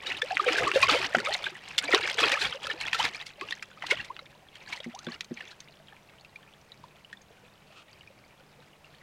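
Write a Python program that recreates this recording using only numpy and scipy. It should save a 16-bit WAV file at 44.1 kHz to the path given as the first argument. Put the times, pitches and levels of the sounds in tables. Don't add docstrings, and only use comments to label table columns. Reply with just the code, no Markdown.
import sys
import numpy as np
from scipy import signal
from scipy.fft import rfft, irfft, next_fast_len
from scipy.io import wavfile
from scipy.ndimage import map_coordinates

SR = 44100
rng = np.random.default_rng(int(sys.argv[2]) if len(sys.argv) > 2 else 0)


def log_audio(samples):
    frames = np.atleast_2d(samples).T
    limited = np.clip(frames, -1, 1)
    pcm = np.round(limited * 32767).astype(np.int16)
    wavfile.write(sys.argv[1], SR, pcm)


N = 397782
T = np.arange(N) / SR

# frequency in Hz, relative spectral level in dB.
FAR_SPECTRUM = [(32, -8), (50, -8.5), (134, -2.5), (266, -9), (600, -6), (1700, -14.5), (2550, -15),
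                (3600, -20.5), (16000, -34.5)]
# frequency in Hz, level in dB.
PUMP_PARTIALS = [(149, -68.5), (199.5, -69)]
# frequency in Hz, relative spectral level in dB.
SWISH_SPECTRUM = [(900, -25), (1250, -2), (1650, -14), (2250, -14), (2620, 0), (3300, -10), (9000, -28)]
# frequency in Hz, relative spectral level in dB.
SPRAY_SPECTRUM = [(400, -24), (800, -0.5), (1500, -6.5), (2530, -0.5), (4200, -11), (9100, -28),
                  (16000, -44)]
# crest in seconds, spray level in dB, slosh level in dB.
WATER_STROKES = [(0.099, -34.5, -45), (0.371, -37.5, -51), (0.5, -34.5, -33), (0.625, -28, -31.5),
                 (0.766, -33.5, -32), (0.933, -25.5, -31.5), (1.19, -35.5, -41.5), (1.32, -31.5, -36),
                 (1.47, -43.5, -47), (1.7, -42.5, -59), (1.84, -37.5, -67), (1.946, -32.5, -32.5),
                 (2.08, -35, -43), (2.246, -25.5, -32), (2.448, -33, -42.5), (2.689, -41, -41),
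                 (2.842, -37, -52.5), (3.026, -31.5, -43), (3.439, -46, -52.5), (3.917, -37, -53),
                 (4.121, -64, -58), (4.714, -40, -59), (5.09, -49, -53), (5.4, -49, -56.5)]
# frequency in Hz, relative level in dB, 60 dB decay in seconds.
WALL_MODES = [(176, -5.5, 0.1), (235, 1.5, 0.11), (349, -2, 0.071), (480, -4.5, 0.035)]
# start in seconds, level in dB.
WALL_KNOCKS = [(1.163, -27.5), (4.863, -30.5), (5.072, -27), (5.311, -31)]
# start in seconds, level in dB, pitch in Hz, 60 dB decay in seconds,
# pitch rise as in bubble().
AIR_POCKETS = [(0.227, -22.5, 415, 0.092, 0.75), (0.309, -14, 726, 0.076, 0.053),
               (0.396, -11.5, 1180, 0.033, 0.16), (0.465, -12.5, 483, 0.1, 0.087),
               (0.668, -10, 1122, 0.073, 0.091), (0.758, -7.5, 516, 0.065, 0.084),
               (0.824, -11, 1090, 0.092, 0.0056), (0.943, -15, 436, 0.085, 0.39),
               (1.147, -8, 625, 0.038, 0.27), (1.287, -21, 521, 0.075, 0.99),
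               (1.887, -21.5, 550, 0.023, 0.32), (1.938, -11, 371, 0.073, 0.23),
               (2.222, -25, 492, 0.13, 0.33), (2.324, -22, 523, 0.082, 0.15),
               (2.37, -22, 1180, 0.054, 0.13), (2.546, -27, 512, 0.081, 0.26),
               (2.992, -14.5, 717, 0.093, 1.22), (3.413, -21.5, 1106, 0.071, 0.12),
               (3.419, -22, 360, 0.033, 0.29), (3.834, -22.5, 550, 0.037, 1.6),
               (3.917, -18.5, 358, 0.072, 1.27), (4.099, -26, 960, 0.049, 0.28),
               (4.731, -34, 964, 0.077, 0.0089), (4.801, -33, 513, 0.04, 0.47),
               (4.936, -34.5, 593, 0.21, 2)]
# impact in seconds, level in dB.
DROPLET_TICKS = [(2.143, -29.5), (4.7634, -41), (4.8453, -56), (4.9497, -38), (4.99, -35.5), (5.046, -42.5),
                 (5.2454, -42), (5.3406, -42), (5.6039, -37)]
# impact in seconds, level in dB, bubble pitch in Hz.
HAND_DRIPS = [(6.21, -41, 4290), (6.248, -35.5, 2530), (6.3586, -30.5, 2300), (6.7192, -32, 3780),
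              (6.839, -32.5, 965), (7.047, -35.5, 2870), (7.129, -27, 1740), (7.171, -43, 3440),
              (7.218, -43, 6300), (7.93, -42, 4570), (8.0094, -37, 2810), (8.075, -39, 2370),
              (8.845, -38.5, 2670)]
# impact in seconds, level in dB, bubble pitch in Hz,
# relative spatter level in dB, 60 dB decay in seconds.
TAIL_SLAPS = [(0.069, -24, 3670, -18, 0.091), (0.1184, -18.5, 2640, -29, 0.019),
              (0.219, -20.5, 3450, -18.5, 0.023), (0.37, -3.5, 1700, -41, 0.004),
              (0.4868, -19, 2280, -25, 0.23), (0.5655, -18, 2520, -30, 0.011),
              (0.5837, -15, 1630, -16, 0.087), (0.7153, -12, 2500, -39, 0.01),
              (0.7547, -20, 2640, -16.5, 0.2), (0.828, -9, 2404, -19.5, 0.074),
              (0.893, -17.5, 2480, -13, 0.021), (0.9398, -20, 2390, -18, 0.42),
              (1.0156, -19, 2390, -31, 0.02), (1.1497, -7, 1320, -44, 0.021),
              (1.1852, -10, 1720, -39, 0.012), (1.2015, -18.5, 1360, -15, 0.017),
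              (1.259, -18.5, 3560, -21, 0.012), (1.3379, -23.5, 2160, -1, 0.014),
              (1.4415, -20.5, 3430, -19, 0.017), (1.4646, -24, 1570, -33, 0.13),
              (1.7812, -24.5, 3800, 8.5, 0.014), (1.7865, -20.5, 2070, -2.5, 0.028),
              (1.8806, -21, 2240, -38, 0.039), (1.926, -11, 2100, -40, 0.15),
              (1.9467, -8, 3750, -10, 0.012), (2.0094, -27.5, 2600, -3, 0.019),
              (2.0373, -22, 2080, -34, 0.12), (2.075, -17.5, 1630, -12, 0.022),
              (2.0981, -19, 2650, -8, 0.011), (2.1859, -13.5, 1650, -22, 0.032),
              (2.2065, -32, 3200, 2.5, 0.08), (2.2296, -15, 2440, -39, 0.23),
              (2.3184, -19.5, 1800, -10, 0.054), (2.4153, -22.5, 4050, -13.5, 0.27),
              (2.4514, -21, 3240, -38.5, 0.12), (2.6692, -16, 1270, -15, 0.013),
              (2.6995, -19, 1710, -41, 0.033), (2.7155, -25.5, 2750, -22, 0.022),
              (2.812, -22.5, 2140, -10.5, 0.049), (2.9306, -10.5, 2380, -15.5, 0.016),
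              (2.946, -20, 1310, -9.5, 0.056), (2.9986, -18.5, 2970, -15.5, 0.16),
              (3.04, -20.5, 2500, -21, 0.018), (3.052, -22, 2160, -12.5, 0.047),
              (3.1463, -26, 2330, -18, 0.035), (3.2655, -41, 2130, 2.5, 0.063),
              (3.411, -16.5, 2440, -21, 0.012), (3.487, -25.5, 2720, -26, 0.018),
              (3.5086, -19, 3410, -12.5, 0.0093), (3.5234, -22, 1840, -45, 0.026),
              (3.6258, -25, 2340, -11.5, 0.02), (3.8232, -22.5, 1950, -35, 0.024),
              (3.8658, -31, 2750, -5.5, 0.029), (3.91, -12, 2136, -16.5, 0.066),
              (3.972, -31, 2920, -38, 0.066), (4.002, -26, 2670, -38, 0.028),
              (4.047, -37.5, 2200, -4.5, 0.033), (4.1654, -13.5, 2610, -40, 0.0019),
              (4.192, -35, 3800, -28, 0.022), (4.5554, -37, 3070, -8, 0.024),
              (4.7267, -28.5, 2220, -7, 0.043), (4.803, -27, 3180, -28, 0.013),
              (4.843, -34, 2030, -12, 0.028), (5.086, -27, 1070, -38, 0.021),
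              (5.0677, -24, 3380, -23, 0.012), (5.1407, -36, 2800, -16, 0.036),
              (5.208, -21.5, 2480, -11, 0.0095), (5.3732, -31.5, 2300, -45, 0.03),
              (5.4071, -29, 1740, -37, 0.033), (5.513, -45, 4080, -3.5, 0.051)]

TOP_HZ = 15900


def amp(db):
    return 10 ** (np.asarray(db) / 20)


def unit(x):
    return x / np.sqrt(np.mean(x ** 2) + 1e-20)


def wobble(rate):
    return map_coordinates(rng.standard_normal(int(N * rate / SR) + 4), [T * rate])


def filtered(x, response):
    size = next_fast_len(N + 8192)
    return irfft(rfft(x, size) * response(np.fft.rfftfreq(size, 1 / SR)), size)[..., :N]


def low_cut(x, corner_hz):
    return filtered(x, lambda hz: 1 / (1 + (corner_hz / (hz + 1)) ** 4))


def noise(spectrum):
    points_hz, db = np.transpose(spectrum)
    colour = lambda hz: amp(np.interp(np.log(hz + 1), np.log(points_hz), db, right=-np.inf))
    return unit(filtered(rng.standard_normal(N), colour))


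def add(out, start_s, sound):
    part = out[round(start_s * SR):][:len(sound)]
    part += sound[:len(part)]


def bubble(hz, t60, rise, attack):
    t = np.arange(6000) / SR
    phase = 2 * np.pi * hz * (t + rise * t * t / t60)
    return np.sin(phase) * amp(-60 * t / t60) * (1 - np.exp(-t / attack))


def swarm(count, mid_hz, octaves, cycles, spread_db, samples):
    starts = (rng.random(count) * N).astype(int)
    pitch, damping, strength = np.hsplit(np.clip(rng.standard_normal((count, 3)), -2, 2), 3)
    hz = mid_hz * 2 ** (octaves * pitch)
    turns = hz * np.arange(samples) / SR
    life = cycles * np.exp(.4 * damping)
    rings = np.sin(2 * np.pi * turns * (1 + .015 * turns / life))
    rings *= np.exp(-turns / life) * (1 - np.exp(-turns / .8)) * amp(spread_db * strength)
    positions = starts[:, None] + np.arange(samples)
    return unit(np.bincount(positions.ravel(), rings.ravel(), N + samples)[:N])


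def far_hiss():
    return amp(-59.5 + .19 * wobble(9.3)) * noise(FAR_SPECTRUM)


def pump_hum():
    return sum(amp(db + 2.5 * wobble(6)) * np.sin(2 * np.pi * hz * T + .8 * wobble(4))
               for hz, db in PUMP_PARTIALS)


def lapping():
    return amp(-70) * swarm(count=60, mid_hz=680, octaves=.3, cycles=5, spread_db=2.5, samples=2600)


def trickle():
    droplets = swarm(count=500, mid_hz=3200, octaves=.5, cycles=2.3, spread_db=4.2, samples=400)
    return amp(-59.5 - 1.1 * T) * droplets


def skin_swish(crest_s=7.77, hold_s=.06, rise_db_per_s=130):
    level_db = -54 - rise_db_per_s * np.clip(crest_s - T, 0, None)
    return amp(level_db + 1.6 * wobble(60)) * (T < crest_s + hold_s) * noise(SWISH_SPECTRUM)


def stirring(levels_db, fade_db_per_s, calm_db=-np.inf, swell_db_per_s=141):
    since_crest = T[::64] - np.transpose(WATER_STROKES)[0][:, None]
    db = levels_db[:, None] - np.where(since_crest > 0, fade_db_per_s, -swell_db_per_s) * since_crest
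    power = np.sum(amp(db) ** 2, axis=0) + amp(calm_db) ** 2
    return np.interp(T, T[::64], np.sqrt(power))


def churn():
    _, spray_db, slosh_db = np.transpose(WATER_STROKES)
    surge_db = -44 + .86 * (spray_db - spray_db.max())
    clumps = amp(4.4 * wobble(32))
    hiss = noise(SPRAY_SPECTRUM) * amp(3.2 * wobble(190))
    fizz = swarm(count=3400, mid_hz=2450, octaves=.5, cycles=5.8, spread_db=6.5, samples=650)
    crackle = swarm(count=1500, mid_hz=5000, octaves=.4, cycles=1.2, spread_db=4, samples=120)
    spray = amp(-3.5) * unit(clumps * hiss) + unit(clumps * fizz) + amp(-12) * unit(clumps * crackle)
    slosh = swarm(count=1500, mid_hz=560, octaves=.5, cycles=4.5, spread_db=3.5, samples=1800)
    surge = unit(noise([(25, -18), (60, -3), (140, -1), (400, -14)]) * amp(4.5 * wobble(14)))
    return (stirring(spray_db, fade_db_per_s=91, calm_db=-68) * spray
            + stirring(slosh_db, fade_db_per_s=141) * slosh
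            + stirring(surge_db, fade_db_per_s=119.5, calm_db=-73) * surge)


def wall_knocks():
    thuds = np.zeros(N)
    for start_s, db in WALL_KNOCKS:
        offsets_db = rng.normal(0, 1.5, len(WALL_MODES))
        modes = [amp(mode_db + offset_db) * bubble(hz, t60, rise=0, attack=.0015)
                 for (hz, mode_db, t60), offset_db in zip(WALL_MODES, offsets_db)]
        add(thuds, start_s, amp(db) * sum(modes))
    return low_cut(thuds * amp(2.5 * wobble(90)), corner_hz=120)


def gulps():
    pockets = np.zeros(N)
    for start_s, db, hz, t60, rise in AIR_POCKETS:
        add(pockets, start_s, amp(db) * bubble(hz, t60, rise, attack=.073 * t60))
    flutter = 9 * wobble(130)
    return map_coordinates(pockets, [np.arange(N) + flutter], order=1) * amp(4.5 * wobble(170))


def bowl(impacts, tail_t60=.04):
    direct = low_cut(impacts, corner_hz=800)
    t, hop, out = np.arange(3000) / SR, SR // 8, direct.copy()
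    for start in range(0, N, hop):
        tail = rng.standard_normal(len(t)) * amp(-60 * t / tail_t60) * (t > .0012)
        reflections = signal.fftconvolve(direct[start:start + hop], tail / np.linalg.norm(tail))
        add(out, start / SR, amp(-7) * reflections)
    return out


def splashes(rows, burst_db, longest_ring_s=.045):
    burst_gain, spatter_gain, rings = np.zeros((3, N))
    lead_s = 1500 / SR
    since_crest = np.arange(6000) / SR - lead_s - .0008
    for impact_s, db, hz, spatter_db, t60 in rows:
        envelope = amp(-60 * np.abs(since_crest) / np.where(since_crest > 0, t60, .48 * t60))
        add(burst_gain, impact_s - lead_s, amp(db + burst_db) * envelope)
        add(spatter_gain, impact_s - lead_s, amp(db + spatter_db) * envelope)
        add(rings, impact_s, amp(db) * bubble(hz, min(t60, longest_ring_s), rise=.1, attack=1.5 / hz))
    treble = noise([(1800, -15.5), (3500, 2.5), (5000, -3.5), (9000, -16.5), (16000, -38)])
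    spatter = spatter_gain * amp(3.5 * wobble(250)) * treble
    froth = swarm(count=5000, mid_hz=2260, octaves=.521, cycles=7.5, spread_db=3.5, samples=500)
    burst = burst_gain * amp(3 * wobble(120)) * (froth + amp(-6) * noise(SPRAY_SPECTRUM))
    return burst + spatter + rings * amp(1.5 * wobble(300))


def droplet_ticks(hz=6100, spatter_db=-2, t60=.014):
    return splashes([(s, db, hz, spatter_db, t60) for s, db in DROPLET_TICKS], burst_db=-22)


def hand_drips(spatter_db=-25, decay_cycles=47.5):
    return splashes([(s, db, hz, spatter_db, decay_cycles / hz) for s, db, hz in HAND_DRIPS], burst_db=-25)


def tail_slaps():
    return splashes(TAIL_SLAPS, burst_db=-9.5)


def scene():
    impacts = hand_drips() + droplet_ticks() + tail_slaps() + trickle()
    close_by = bowl(impacts) + gulps() + lapping() + wall_knocks() + churn() + skin_swish()
    return (close_by + pump_hum() + far_hiss())[None]


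def record(dry):
    return filtered(dry, lambda hz: hz < TOP_HZ)


dry = scene()
out = record(dry)
log_audio(out)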